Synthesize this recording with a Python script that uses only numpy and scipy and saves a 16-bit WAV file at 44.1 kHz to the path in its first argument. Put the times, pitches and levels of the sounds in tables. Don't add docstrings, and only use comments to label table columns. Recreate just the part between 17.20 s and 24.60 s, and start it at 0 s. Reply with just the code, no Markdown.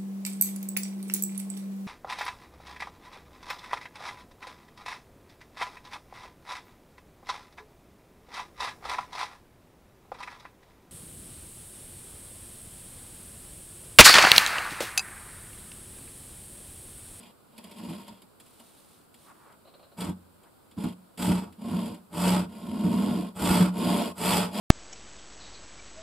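import sys
import numpy as np
from scipy import signal
from scipy.fft import rfft, irfft, next_fast_len
from scipy.io import wavfile

SR = 44100
rng = np.random.default_rng(int(sys.argv[2]) if len(sys.argv) > 2 else 0)


def transcribe(u):
    v = np.clip(np.atleast_2d(u).T, -1, 1)
    q = np.round(v * 32767).astype(np.int16)
    wavfile.write(sys.argv[1], SR, q)


N = 326340
TIME = np.arange(N) / SR
HZ = np.fft.rfftfreq(8192, 1 / SR)

# (frequency [Hz], width [Hz], pull level [dB], push level [dB])
BOARD_MODES = [(86.6, 21.2, -12.5, -21), (115, 8.3, -13.5, -16), (180.8, 17.3, -2, -8),
               (207.6, 17.5, -6, -0.5), (235, 15.6, -6.5, -1), (297.8, 54.5, -13, -14)]
GUIDE_MODES = [(385, 46, -8, -6), (452, 30, 0, 0), (492, 26, -4, -1), (597, 38, -1, 0), (660, 36, -9, -4),
               (704, 40, -3, -2), (760, 36, -7, -11), (844, 26, 0, -6), (895, 22, -1, -13), (931, 26, 1, 1),
               (991, 30, -3, -5), (1062, 56, -9, -3), (1140, 26, -4, -14), (1222, 22, -9, -19),
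               (1277, 34, -5, -15), (1332, 30, -7, -12), (1418, 38, -8, -13), (1530, 110, -13, -20)]
PULL, PUSH = 0, 1
# (frequency [Hz], level [dB])
SLIDING_RASP = [(1100, -33), (1650, -1.5), (2300, 2.5), (3300, 5.5), (3950, -0.5), (4950, 1.5), (5500, -7),
                (5950, -17), (6500, -12.5), (7050, -1.5), (8600, -1), (9900, -8), (10900, 2.5), (11800, -5),
                (13200, -7), (14100, -14), (15700, -17)]


def amp(db):
    return 10 ** (np.asarray(db) / 20)


def unit_rms(x):
    return x / np.sqrt(np.mean(x ** 2) + 1e-20)


def steady(x, seconds):
    window = np.hanning(max(int(seconds * SR), 8))
    return x / np.sqrt(abs(signal.oaconvolve(x ** 2, window / window.sum(), "same")) + 1e-20)


def curve(points):
    hz, db = np.transpose(points)
    return amp(np.interp(np.log(HZ + 1), np.log(hz + 1), db))


def resonances(modes, column=0):
    return np.sqrt(sum(amp(db[column]) ** 2 / (1 + 2 * ((HZ - hz) / width) ** 2) ** 2
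                       for hz, width, *db in modes))


def colour(x, gain):
    log_gain = np.log(np.maximum(gain, 1e-5 * gain.max()))
    mirrored = np.r_[log_gain, log_gain[-2:0:-1]]
    taps = np.fft.ifft(np.exp(np.conj(signal.hilbert(mirrored)))).real[:len(HZ)]
    return signal.oaconvolve(x, taps)[:len(x)]


def flutter(hz, width_hz):
    slow_rate, size = 2000, 16384
    f = np.fft.rfftfreq(size, 1 / slow_rate)
    slow = irfft(rfft(rng.standard_normal(size)) * np.exp(-((f - hz) / width_hz) ** 2))
    return np.interp(TIME, np.arange(size) / slow_rate, unit_rms(slow))


def add(mix, start, sound):
    part = mix[max(round(start * SR), 0):][:len(sound)]
    part += sound[:len(part)]


def burst(gain, t60, rise):
    t = np.arange(SR // 4) / SR
    scrape = rng.standard_normal(len(t)) * amp(-60 * t / t60) * (1 - np.exp(-t / rise))
    sound = colour(scrape, gain)
    return sound / abs(sound).max()


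def arch(start, length, fastest):
    done = np.clip((TIME - start) / length, 0, 1)
    skew = np.log(.5) / np.log(np.clip(fastest, .05, .95))
    return abs(np.sin(np.pi * done ** skew))


def ringing_on(power, t60, db):
    kept = amp(-120 / (t60 * SR))
    stored = signal.lfilter([1 - kept], [1, -kept], power + 1e-20)
    return np.sqrt(power + amp(db) ** 2 * stored)


def reflections(x, t60):
    t = np.arange(SR // 2) / SR
    taps = rng.choice([-1., 1.], len(t)) * (rng.random(len(t)) < 4000 / SR) * (t > .002)
    taps *= amp(-60 * t / t60)
    return signal.oaconvolve(x, taps / np.linalg.norm(taps))[:N]


def room_air(db):
    # (frequency [Hz], level [dB])
    spectrum = [(25, -14), (50, -9), (85, -2), (220, -1), (400, -3), (700, -6.5), (1100, -8), (1450, -10),
                (1800, -20), (4800, -20), (6200, -31), (7600, -18.5), (12000, -20.5), (15500, -23)]
    width = [(60, -9), (180, 1), (550, 0), (1650, -1.5), (4970, -2.5), (15000, 0.5)]
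    mid, side = (amp(db) * unit_rms(colour(rng.standard_normal(N), curve(spectrum))) for _ in range(2))
    return mid, colour(side, curve(width))


def stroke_motion(strokes, powers, lags):
    # (t60 [s], level [dB])
    decays = [(.15, -17), (.25, -11.5), (.48, -11)]
    drive, travel = np.zeros((3, N)), np.zeros(N)
    for start, length, fastest, *levels in strokes:
        for part, db, power, lag in zip(drive, levels, powers, lags):
            part += (amp(db) * arch(start, length, fastest + lag) ** power) ** 2
        travel += np.interp(TIME, [start, start + length], [-1, 1], left=0, right=0)
    return [ringing_on(part, t60, db) for part, (t60, db) in zip(drive, decays)] + [travel]


def tooth_force(speed, teeth_hz, chatter_hz):
    passed = np.cumsum((teeth_hz * speed + 40) * amp(1.5 * flutter(0, 30))) / SR
    bite = amp(3.5 * np.clip(rng.standard_normal(N), -2, 2))[passed.astype(int)]
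    tearing = 0.8 + bite * np.exp(-(passed % 1) / 0.5)
    chatter_rate = chatter_hz * speed * amp(1.88 * flutter(0, 24.26))
    sway = np.sin(2 * np.pi * np.cumsum(chatter_rate) / SR)
    chatter = amp(2 * (sway + 0.32 * flutter(27, 68)))
    return tearing * chatter * rng.standard_normal(N)


def blade_gains(spectrum):
    # (frequency [Hz], width [Hz], level over the rasp [dB])
    modes = [(2230, 60, 1), (2447, 26, 3), (2594, 18, 6), (2869, 22, 7.5), (3205, 50, 4), (3387, 32, 6.5),
             (4897, 70, 4), (5590, 30, 3)]
    gain = curve(spectrum) * np.sqrt(1 + resonances(modes) ** 2)
    below = np.clip((6600 - HZ) / 700, 0, 1)
    return gain * below, gain * (1 - below)


def squeals(force, flare_db):
    # (frequency [Hz], width [Hz], level relative to the rasp [dB])
    modes = [(3206, 780, -15.5), (4850, 390, -26)]
    out = np.zeros(N)
    for hz, width, db in modes:
        ring = steady(colour(force, resonances([(hz, width, 0)])), seconds=0.076)
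        flare = amp(flare_db * np.tanh(flutter(0, 24)))
        out += amp(db) * unit_rms(ring * flare)
    return out


def sawing(motion, spectrum, column, teeth_hz, chatter_hz, grain_db, dulling_db,
           blade_db, guide_db, board_db):
    rasp, rattle, shake, travel = motion
    speed = np.sqrt(rasp / rasp.max())
    force = tooth_force(speed, teeth_hz, chatter_hz)
    plate = force + amp(-10) * reflections(force, t60=0.049)
    ring, fizz = (colour(plate, gain) for gain in blade_gains(spectrum))
    dulling = amp(-dulling_db * travel)
    hiss = steady(ring + fizz * dulling, seconds=0.42)
    blade = rasp * (hiss + squeals(force, flare_db=30))
    guide = rattle * steady(colour(force, resonances(GUIDE_MODES, column)), seconds=0.2)
    board = shake * steady(colour(force, resonances(BOARD_MODES, column)), seconds=0.073)
    hardness = amp(grain_db * flutter(0, 46))
    return hardness * (amp(blade_db) * blade + amp(guide_db) * guide + amp(board_db) * board)


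def pushes():
    # (time [s], length [s], fastest at [share], rasp [dB], rattle [dB], shake [dB])
    strokes = [(-.06, .2, 0.52, -59, -60.5, -55), (.25, .8, .56, -56.5, -56, -52),
               (.55, .3, .52, -54.5, -51, -39), (3.566, .18, .42, -49.5, -47, -32.5),
               (4.377, 0.42, 0.5, -48.5, -42.5, -30.5), (5.26, 0.36, 0.49, -56, -50, -41.5),
               (5.39, .735, .6, -45.5, -38, -24.5), (6.514, 0.42, 0.53, -37, -31.5, -26),
               (7.299, 0.31, 0.56, -37, -32.6, -28.5)]
    powers = [0.93, 0.86, 1.14]
    lags = [0, 0.0053, -0.074]
    return sawing(stroke_motion(strokes, powers, lags), SLIDING_RASP, PUSH, teeth_hz=601,
                  chatter_hz=134.2, grain_db=0.4, dulling_db=0.5,
                  blade_db=-0.5, guide_db=-0.55, board_db=-1.3)


def bench_hum(x):
    # (frequency [Hz], t60 [s], level [dB])
    modes = [(89, 1, -3.5), (182, 0.37, -0.5), (990, 0.9, -29)]
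    t = np.arange(SR // 2) / SR
    response = np.zeros(len(t))
    for hz, t60, db in modes:
        decay = amp(-60 * t / t60)
        response += amp(db) * 2 * decay * np.cos(2 * np.pi * hz * t) / decay.sum()
    return signal.oaconvolve(x, response)[:N]


def tooth_catches():
    # (time [s], level [dB], offset for the knock [dB])
    catches = [(.0074, -54, -6), (0.38, -41.5, -5.5), (.4405, -41.5, -4), (0.5127, -44.5, -9),
               (0.583, -43.5, -8), (.6984, -43.5, 0), (0.8792, -41, -3), (1.019, -46.5, -7.5),
               (1.2, -45.5, -11), (1.2628, -51.5, -14), (1.3986, -48.5, -3.5), (1.942, -49, -14),
               (2.323, -57, -8), (2.806, -33, -9), (2.893, -40.5, -3), (3.2333, -55, -2), (3.512, -53, -8),
               (3.6376, -40, 1), (3.976, -38, -16), (4.325, -54, -7), (4.6584, -40, -8), (4.7456, -49, -8),
               (4.929, -47, -6)]
    wood = resonances(GUIDE_MODES, PUSH) + amp(12) * resonances(BOARD_MODES, PUSH)
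    ring, fizz = blade_gains(SLIDING_RASP)
    out = np.zeros(N)
    for time, db, knock_db in catches:
        add(out, time - .002, amp(db - 1) * burst(ring, t60=0.065, rise=0.0035))
        add(out, time - .002, amp(db - 0.5) * burst(fizz, t60=0.044, rise=0.0038))
        add(out, time, amp(db + knock_db + 4) * burst(wood, t60=0.11, rise=0.0013))
    return out


def board_jolts():
    # (time [s], length [s], level [dB])
    jolts = [(0.674, 0.071, -35), (0.902, 0.048, -47), (2.877, 0.041, -29.5), (3.574, 0.027, -28),
             (3.635, 0.047, -28), (4.064, 0.08, -22.5), (4.43, 0.053, -43), (4.507, 0.096, -30),
             (5.638, 0.071, -25.5), (6.216, 0.035, -24), (6.295, 0.032, -21.5), (6.388, 0.071, -19)]
    board = resonances(BOARD_MODES, PULL) + amp(-4) * resonances(BOARD_MODES, PUSH)
    guide = amp(-23.5) * resonances(GUIDE_MODES, PULL)
    judder = steady(colour(rng.standard_normal(N), board + guide), seconds=0.03)
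    drive = sum((amp(db) * arch(start, length, fastest=0.39)) ** 2 for start, length, db in jolts)
    return ringing_on(drive, t60=0.18, db=-3.5) * judder


def rubbing(moves, gain, grain_db, power):
    brush = rng.standard_normal(N) * amp(grain_db * flutter(40, 60))
    swell = sum(amp(db) * arch(start, length, fastest) ** power for start, length, fastest, db in moves)
    return swell * unit_rms(colour(brush, gain))


def palm_slide():
    # (time [s], length [s], fastest at [share], level [dB])
    moves = [(1.2, 0.67, 0.4, -62.5), (1.93, 0.19, 0.64, -62), (2.1, 0.21, 0.45, -70.5)]
    # (frequency [Hz], level [dB])
    skin = [(120, -11), (210, 8), (450, 1.5), (900, -2), (1800, -7), (3800, 0), (6200, -8), (9200, 1.5),
            (12500, -7), (15500, -9)]
    return rubbing(moves, curve(skin), grain_db=1.5, power=0.4)


def board_nudges():
    # (time [s], length [s], fastest at [share], level [dB])
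    moves = [(2.05, 0.078, 0.66, -56.5), (2.06, 0.296, 0.82, -58), (3.21, 0.079, 0.8, -64)]
    # (frequency [Hz], width [Hz], level [dB])
    modes = [(1100, 550, 3), (1650, 1200, -12)]
    return rubbing(moves, resonances(modes), grain_db=1.0, power=0.39)


def grip_creaks():
    # (time [s], level [dB])
    slips = [(2.451, -54.5), (2.473, -54), (2.494, -63), (2.537, -55), (2.594, -55), (2.628, -54),
             (2.716, -59)]
    # (frequency [Hz], width [Hz], level [dB])
    modes = [(604, 180, 6.5), (1130, 400, -3.5), (2840, 1000, -13.5), (4100, 390, -4.5)]
    out = np.zeros(N)
    for time, db in slips:
        add(out, time, amp(db) * burst(resonances(modes), t60=0.15, rise=0.00075))
    return out


def pulls():
    # (time [s], length [s], fastest at [share], rasp [dB], rattle [dB], shake [dB])
    strokes = [(2.766, .19, 0.33, -44.5, -42.5, -36.5), (3.976, .362, .225, -38, -37, -30.5),
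               (4.899, 0.39, .47, -33.5, -31.5, -27), (6.131, 0.42, .47, -31, -30.5, -26.5),
               (6.936, 0.39, .49, -28.5, -29, -29)]
    powers = [2.15, 1.63, 1.52]
    lags = [0, 0.022, 0.037]
    # (frequency [Hz], level [dB])
    cutting_rasp = [(1100, -38.5), (1650, -2), (2300, -0.5), (3300, 0.5), (3900, -4.5), (4900, -1.5),
                    (5500, -7.5), (5950, -14), (6550, -14), (7100, -4.5), (8000, 0.5), (9900, -8.5),
                    (10900, -3), (11800, -7.5), (13400, -8.5), (14100, -17), (15100, -18), (15700, -27)]
    return sawing(stroke_motion(strokes, powers, lags), cutting_rasp, PULL, teeth_hz=753.6,
                  chatter_hz=84, grain_db=0.3, dulling_db=4,
                  blade_db=-0.83, guide_db=0.33, board_db=0)


def shifting_paths(x, radians, rate_hz):
    analytic = signal.hilbert(x, next_fast_len(N))[:N]
    return (analytic * np.exp(1j * radians * flutter(0, rate_hz))).real


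def scene():
    # (frequency [Hz], level [dB])
    width = [(60, -9), (120, -25), (190, -32.5), (280, -11), (450, -6.5), (740, -15.5), (1200, -5.5),
             (2000, -9.5), (3300, -13.5), (5200, -5.5), (9000, -6), (14000, -4)]
    balance = [(60, 0), (190, -1), (350, -2), (700, 0.9), (1300, -0.5), (2400, -1), (4400, 1), (8100, -1.5),
               (14000, -3)]
    direct = pushes() + tooth_catches() + amp(-2) * board_jolts()
    direct += amp(1.3) * palm_slide() + amp(0.9) * board_nudges() + amp(7.5) * grip_creaks()
    direct += pulls()
    direct += bench_hum(direct)
    air_mid, air_side = room_air(db=-61.67)
    mid = direct + amp(-16.5) * reflections(direct, t60=0.11) + air_mid
    spread = shifting_paths(reflections(direct, t60=.14), radians=.8, rate_hz=30)
    side = amp(1.75) * colour(spread, curve(width)) + air_side
    lean = np.sqrt(curve(balance))
    return np.array([colour(mid + side, lean), colour(mid - side, 1 / lean)])


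def record(dry):
    low_pass = signal.firwin(511, cutoff=15650, window=("kaiser", 9), fs=SR)
    return signal.oaconvolve(dry, low_pass[None], "same")


dry = scene()
out = record(dry)
transcribe(out)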